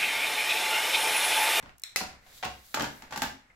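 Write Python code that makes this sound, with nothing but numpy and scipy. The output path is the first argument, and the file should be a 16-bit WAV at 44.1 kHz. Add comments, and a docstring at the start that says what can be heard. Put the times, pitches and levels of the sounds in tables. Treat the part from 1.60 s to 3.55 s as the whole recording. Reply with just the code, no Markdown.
"""A hard-drive caddy knocks and rattles in its bay: damped noise bursts, decaying modes and chassis thumps.
Earlier, plastic clips tick and snap as the laptop's top case is lifted and knocks: coloured noise bursts,
the first snap with a metallic after-ring, the second with a hard modal tock. A hand slides in under
the case as grainy friction noise. The desk booms faintly as a low mode, a small room answers with
dense decaying noise echoes, and quiet room air is steady coloured noise."""
import sys
import numpy as np
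from scipy import signal
from scipy.fft import rfft, irfft
from scipy.io import wavfile
from scipy.ndimage import uniform_filter1d

SR = 44100
rng = np.random.default_rng(int(sys.argv[2]) if len(sys.argv) > 2 else 0)


def dump(signal):
    """Clip the signal to [-1, 1] and save it as 16-bit WAV at the path in sys.argv[1]."""
    limited = np.clip(np.atleast_2d(signal).T, -1, 1)
    pcm = np.round(limited * 32767).astype(np.int16)
    wavfile.write(sys.argv[1], SR, pcm)


N = 85995

# Quiet room air, spectrum: (f/Hz, level/dB)
AIR_COLOUR = [(25, 15), (65, 14), (150, 3), (400, -14), (2000, -11), (8000, 15), (16000, -33)]
AIR_DB = -83.5

# Reverberation of the room: (f/Hz, T60/s)
ROOM_T60 = [(60, 0.27), (250, 0.37), (550, 0.32), (2000, 0.37), (5000, 0.36), (13000, 0.27)]
# Spectrum of the room echoes: (f/Hz, level/dB)
ROOM_COLOUR = [(60, 3), (250, -4.5), (520, 0), (1500, 0.5), (5000, 0.74), (13000, -3.5)]
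# Build-up of the room echoes: (f/Hz, rise time/s)
ROOM_RISE = [(100, 0.043), (500, 0.0099), (2000, 0.0037), (10000, 0.0041)]
# Left-right correlation of diffuse sound: (f/Hz, correlation/0-1)
ROOM_SAME = [(150, 0.92), (300, 0.97), (600, 0.5), (1100, 0), (10000, 0.2)]
# Left-right correlation of direct sound: (f/Hz, correlation/0-1)
DIRECT_SAME = [(200, 1), (800, 0.54), (6000, 0.037)]

# Desk booms: (t/s, relative level/dB)
BOOMS = [(0.061, -47), (0.421, -41.5), (0.869, -37), (1.66, -44)]
# Mode of the desk, nominal: (f/Hz, level/dB, T60/s)
DESK_MODES = [(64.8, 0, 0.58)]
DESK_RISE_S = 0.013

# The case shifting in the hands, a low rustle: (t/s, level/dB)
RUSTLE = [(0, -54), (.1, -55), (.19, -76), (.5, -50.5), (.62, -61.5), (.7, -59.5), (1.1, -64),
          (1.45, -55.5), (1.8, -62.5), (1.95, -64)]
# Spectrum of the rustle: (f/Hz, level/dB)
RUSTLE_COLOUR = [(30, 11), (70, 6), (200, 0), (400, -7.5), (580, -1), (900, -2), (2150, 1), (3000, -11),
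                 (16000, -30)]
# Skin sliding on the case: (t/s, level/dB)
CASE_SLIDE = [(.56, -86), (.68, -60), (.78, -51), (.84, -59.5), (1.0, -60.5), (1.1, -95)]
# Skin sliding on the smoother metal: (t/s, level/dB)
METAL_SLIDE = [(.94, -92), (1.0, -64), (1.06, -55), (1.13, -54.5), (1.3, -61), (1.38, -56.5), (1.5, -73),
               (1.8, -90)]
# Spectrum of sliding skin: (f/Hz, level/dB)
SLIDE_COLOUR = [(1000, -6.5), (2400, -6.5), (3700, 7.5), (5500, 2), (7500, 2), (9200, -4.5), (11500, 1.5),
                (16000, -4)]
METAL_TILT_DB = 3.5  # treble tilt, dB per octave
GRAIN_DB = 1  # standard deviation of the friction grain

# Faint dry ticks of the strained plastic: (t/s, relative level/dB)
TICKS = [(.182, -51), (0.197, -48.5), (0.219, -48)]
# Spectrum of a tick: (f/Hz, level/dB)
TICK_COLOUR = [(1000, -41), (2500, -16), (6000, 2)]
TICK_T60_S = 0.014
# Small squeaks of plastic on plastic: (t/s, relative level/dB, centre f/Hz)
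SQUEAKS = [(1.901, -50, 2050)]
SQUEAK_T60_S = 0.11

# Plastic clips snapping: (t/s, relative level/dB, T60/s, echo level/dB)
SNAPS = [(0.2364, -26.5, 0.01, -6), (0.3601, -18.5, 0.028, 1.5)]
# Spectrum of each snap, one list per clip: (f/Hz, level/dB)
SNAP_COLOURS = [
    [(100, -35), (950, -22.5), (1500, -21), (2300, 5.5), (3000, -15.5), (4000, 10.5), (4900, -13),
     (5400, 4), (6400, -7), (7500, 3), (8100, 5), (8900, -12), (12000, -4.5), (16000, -15)],
    [(60, -27), (250, -13), (550, -4.5), (1000, -8.5), (2000, 0), (2650, 1.5), (3200, -8), (4300, 1.5),
     (7300, -3), (9200, -11), (10700, -3.5), (16000, -13)],
]
# Fuzzy metallic after-ring of the first clip, spectrum: (f/Hz, level/dB)
ZING_COLOUR = [(500, -34), (2100, -8), (3000, -19), (3700, -3.5), (4200, -9), (4800, -26), (5500, -18),
               (10000, -35)]
ZING_DB, ZING_T60_S = -34.5, 0.45
# Hard plastic tock of the second clip, nominal modes: (f/Hz, level/dB, T60/s)
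TOCK_MODES = [(2058, 9.5, 0.027), (2156, 5.5, 0.019), (2748, -15, 0.13), (4260, -2, 0.03)]
TOCK_DB = -20.5

# Spectrum of the chassis thumping on the desk: (f/Hz, level/dB)
THUMP_COLOUR = [(25, -37), (70, -6), (130, -1), (240, 4), (330, -5.5), (500, -7.5), (900, -4.5),
                (4000, -67)]
THUMP_RISE_S, THUMP_T60_S, THUMP_DB = 0.013, 0.063, -5
# Spectrum of a contact on the top case: (f/Hz, level/dB)
CASE_COLOUR = [(60, -49), (500, -10), (780, -0.5), (2800, -2), (7000, -13), (9200, -23.5), (16000, -28)]
# Spectrum of a contact on the caddy: (f/Hz, level/dB)
CADDY_COLOUR = [(60, -41.5), (300, -11), (850, -3), (1700, -3), (7300, -10.5), (9200, -22), (11500, -16.5),
                (16000, -25.5)]
# Modes of the top case, nominal: (f/Hz, level/dB, T60/s)
CASE_MODES = [(553, -9.5, 0.36), (745.5, 8, 0.074), (1077, 3.5, 0.057), (1433, 4.5, 0.026),
              (2654, -2.5, 0.017)]
# Modes of the caddy, nominal: (f/Hz, level/dB, T60/s)
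CADDY_MODES = [(269, 10.5, 0.19), (770, -10, .04), (820, -2.5, 0.062), (894, 2, .058), (1173, -6, 0.049),
               (1470, -7.5, 0.039), (1597, -5.5, 0.068), (1710, -2, 0.031), (2067, -11, 0.051),
               (3180, -8.5, 0.028)]
# Knocks of the plastic top case:
# (t/s, relative level/dB, treble tilt/dB per octave, relative thump level/dB, contact T60/s, favoured f/Hz)
CASE_KNOCKS = [(.026, -46, 2.5, 10, 0.033, 1380), (.060, -47.5, -3.5, 2, 0.006, 1400),
               (.0935, -49, -5, -11, .01, 2250), (.367, -36.5, -1, -3, .09, 750),
               (.406, -32, -13, 7.5, 0.029, 1120), (.4145, -30.5, 0.5, -14, 0.0016, 2600),
               (.663, -51, -3, -24, 0.089, 550), (.8274, -31, -1, -20, 0.039, 740),
               (.8335, -27.5, -4, -13, 0.0083, 760), (.837, -29, -4, -4, 0.009, 1100),
               (.8445, -30.5, 2.5, -4, .06, 750), (.851, -31, 5.5, 3.5, 0.033, 2680)]
# Knocks of the caddy in its bay:
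# (t/s, relative level/dB, treble tilt/dB per octave, relative thump level/dB, contact T60/s, favoured f/Hz)
CADDY_KNOCKS = [(1.1422, -25.5, -2, -11.5, 0.027, 1670), (1.1448, -23.5, 2.5, -14, 0.032, 1500),
                (1.1728, -25, -13.5, -2.5, .02, 940), (1.196, -27, 0, 5, .05, 1300),
                (1.2075, -26.5, -2, 3.5, 0.02, 3070), (1.2155, -30, -20, 3, 0.0027, 1120),
                (1.2215, -29, 4, 2, 0.011, 260), (1.2255, -40, 7, -15, 0.032, 3100),
                (1.2325, -35, -2, -16.5, 0.035, 260), (1.241, -28, -2, -5, 0.084, 1640),
                (1.422, -40, -0.5, 0.5, 0.021, 850), (1.508, -39.5, 0.5, 0, 0.11, 846),
                (1.524, -30, -3, -6.5, 0.09, 1080), (1.535, -37, 0, -12, 0.086, 1600),
                (1.56, -30, 0.5, -1, 0.066, 990), (1.575, -30, 4, -1, 0.038, 1530),
                (1.6198, -20, -0.1, -9, 0.019, 844), (1.627, -27, 15, -1.5, 0.032, 1720),
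                (1.634, -29.5, -2.5, -2, 0.026, 850)]
MODES_DB, KNOCK_ECHO_DB = -2.5, -1
SPOT_DB_PER_OCTAVE = 11  # modes far from the favoured one ring less
DETUNE = 0.0067  # standard deviation of the random share by which each mode is detuned at each strike

TILT_HZ = 1590  # corner above which a treble tilt takes hold
STRIKE_DB = 19.5  # gain of all struck sounds together
EDGE_HZ = 15900  # upper band limit


def amp(db):
    """Level law: decibels to amplitude gain."""
    return 10 ** (np.asarray(db) / 20)


def decay(t, t60):
    """Exponential damping: the level falls 60 dB in each T60."""
    return amp(-60 * t / t60)


def read(points, hz):
    """Logarithmic frequency scale: interpolates a table along it."""
    f, value = np.transpose(points)
    return np.interp(np.log(hz + 1), np.log(f + 1), value)


def unit(x):
    """Energy normalisation: scales the mean energy of the two channels to one."""
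    return x / np.sqrt(np.sum(x ** 2) / 2 + 1e-20)


def add(mix, s, sound):
    """Superposition: mixes a stereo sound in at time s."""
    part = mix[:, max(round(s * SR), 0):][:, :sound.shape[1]]
    part += sound[:, :part.shape[1]]


def pair(same, size):
    """Coherence: stereo noise with a given left-right correlation at each frequency."""
    a, b = rfft(rng.standard_normal((2, size)))
    correlation = np.clip(read(same, np.fft.rfftfreq(size, 1 / SR)), -1, 1)
    turn = np.arccos(correlation) / 2
    common, opposed = a * np.cos(turn), b * np.sin(turn)
    return irfft(np.array([common + opposed, common - opposed]), size)


def colour(x, points, tilt_db=0, size=4096):
    """Minimum phase: a causal filter follows from the wanted spectrum and treble tilt."""
    hz = abs(np.fft.fftfreq(size, 1 / SR))
    octaves = np.log2(1 + (hz / TILT_HZ) ** 2) / 2
    log_gain = np.log(amp(read(points, hz) + tilt_db * octaves))
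    # The Hilbert transform of the log gain gives the phase
    response = np.exp(np.conj(signal.hilbert(log_gain)))
    taps = np.fft.ifft(response).real[:size // 2]
    return signal.fftconvolve(x, taps[None], axes=1)[:, :x.shape[1]]


def flat(x, size):
    """Spectral whitening: divides a burst by its smoothed spectrum, size bins wide."""
    z = rfft(x)
    power = abs(uniform_filter1d(abs(z) ** 2, size, axis=1))
    return irfft(z / np.sqrt(power + 1e-12), x.shape[1])


def contact(t60, points, tilt_db=0):
    """High modal density: the quickly damped modes of a contact merge into decaying noise."""
    t = np.arange(SR // 3) / SR
    burst = pair(DIRECT_SAME, size=len(t)) * decay(t, max(t60, .002))
    first_half = t < t[-1] / 2
    return unit(colour(flat(burst, size=200) * first_half, points, tilt_db))


def ringing(body, t):
    """Modal superposition: damped sinusoids, slightly detuned and differently phased each time."""
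    signs = rng.choice([-1, 1], len(body))
    phases = rng.normal(0, 0.53, (len(body), 2, 1))  # radians, one per mode and channel
    shifts = 1 + DETUNE * rng.standard_normal(len(body))
    total = np.zeros((2, len(t)))
    for (hz, db, t60), sign, phase, shift in zip(body, signs, phases, shifts):
        wave = np.sin(2 * np.pi * hz * shift * t + phase)
        total += sign * amp(db) * decay(t, t60) * wave
    return unit(total)


def air():
    """Stationary noise: quiet room air has a fixed spectrum and level."""
    return amp(AIR_DB) * np.sqrt(N) * unit(colour(pair(ROOM_SAME, size=N), AIR_COLOUR))


def room(x):
    """Diffuse reverberation: convolution with noise that builds up and decays by frequency."""
    hz, t, z = signal.stft(pair(ROOM_SAME, size=SR), SR, nperseg=128)
    rise = 1 - np.exp(-(t / read(ROOM_RISE, hz)[:, None]) ** 2)
    shape = rise * decay(t, read(ROOM_T60, hz)[:, None])
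    tail = flat(signal.istft(z * shape, SR, nperseg=128)[1], size=200)
    tail = colour(tail, ROOM_COLOUR)[:, :SR * 3 // 4]
    return signal.fftconvolve(x, tail, axes=1)[:, :N]


def desk():
    """Resonance: a low desk mode swells and decays when the weight of the laptop shifts."""
    out, t = np.zeros((2, N)), np.arange(SR) / SR
    swell = 1 - np.exp(-t / DESK_RISE_S)
    for s, db in BOOMS:
        add(out, s, amp(db) * unit(ringing(DESK_MODES, t) * swell))
    return out


def rubbing(levels, points, tilt_db=0):
    """Friction: grainy noise whose level follows the movement of the hand."""
    grain = uniform_filter1d(rng.standard_normal(N), size=200)
    grain_gain = amp(GRAIN_DB * grain / grain.std())
    noise = colour(pair(ROOM_SAME, size=N) * grain_gain, points, tilt_db)
    movement = amp(np.interp(np.arange(N) / SR, *np.transpose(levels)))
    return unit(noise) * np.sqrt(N) * movement


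def ticks():
    """Impulsive and narrow-band excitation: strained plastic ticks, then squeaks as the hand settles."""
    out = np.zeros((2, N))
    for s, db in TICKS:
        add(out, s, amp(db) * contact(TICK_T60_S, TICK_COLOUR))
    for s, db, hz in SQUEAKS:
        peak = [(hz / 2, -35), (hz, 0), (hz * 2, -45)]
        add(out, s, amp(db) * contact(SQUEAK_T60_S, peak))
    return out


def clips():
    """Sudden release: two clips snap and excite a noisy zing, then a modal tock."""
    out, t = np.zeros((2, N)), np.arange(SR) / SR
    zing_noise = pair(ROOM_SAME, size=SR) * decay(t, ZING_T60_S)
    zing = amp(ZING_DB) * unit(colour(zing_noise, ZING_COLOUR))
    tock = amp(TOCK_DB) * ringing(TOCK_MODES, t)
    for (s, db, t60, echo_db), points, after in zip(SNAPS, SNAP_COLOURS, (zing, tock)):
        snap = np.zeros((2, N))
        add(snap, s, amp(db) * contact(t60, points))
        out += snap + amp(echo_db) * room(snap)
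        add(out, s, after)
    return out


def thump():
    """Heavily damped low resonance: the chassis meets the desk in a slowly rising noise burst."""
    t = np.arange(SR // 3) / SR
    swell = (1 - np.exp(-(t / THUMP_RISE_S) ** 2)) * decay(t, THUMP_T60_S)
    burst = pair(DIRECT_SAME, size=len(t)) * swell
    return unit(colour(flat(burst, size=40), THUMP_COLOUR))


def knocks(rows, body, points):
    """Impact: a contact burst, the modes favoured by its spot and a slower chassis thump."""
    out, t = np.zeros((2, N)), np.arange(SR // 3) / SR
    for s, db, tilt_db, thump_db, contact_t60, spot_hz in rows:
        modes = []
        for hz, level, t60 in body:
            distance = abs(np.log2(hz / spot_hz))  # octaves
            modes.append((hz, level - SPOT_DB_PER_OCTAVE * distance, t60))
        knock = contact(contact_t60, points, tilt_db)
        knock = knock + amp(MODES_DB) * ringing(modes, t)
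        knock = knock + amp(THUMP_DB + thump_db) * thump()
        add(out, s, amp(db) * knock)
    return out


def scene():
    """Superposition: struck sounds with echoes, over hand friction and room air."""
    hands = rubbing(RUSTLE, RUSTLE_COLOUR) + rubbing(CASE_SLIDE, SLIDE_COLOUR)
    hands += rubbing(METAL_SLIDE, SLIDE_COLOUR, METAL_TILT_DB)
    knock = knocks(CASE_KNOCKS, CASE_MODES, CASE_COLOUR)
    knock += knocks(CADDY_KNOCKS, CADDY_MODES, CADDY_COLOUR)
    hits = desk() + ticks() + clips() + knock + amp(KNOCK_ECHO_DB) * room(knock)
    return air() + hands + amp(STRIKE_DB) * hits


def record(dry):
    """Band limitation: the recorder passes only frequencies below its upper edge."""
    taps = signal.firwin(255, EDGE_HZ, window=("kaiser", 9), fs=SR)
    return signal.oaconvolve(dry, taps[None], "same")


dry = scene()
out = record(dry)
dump(out)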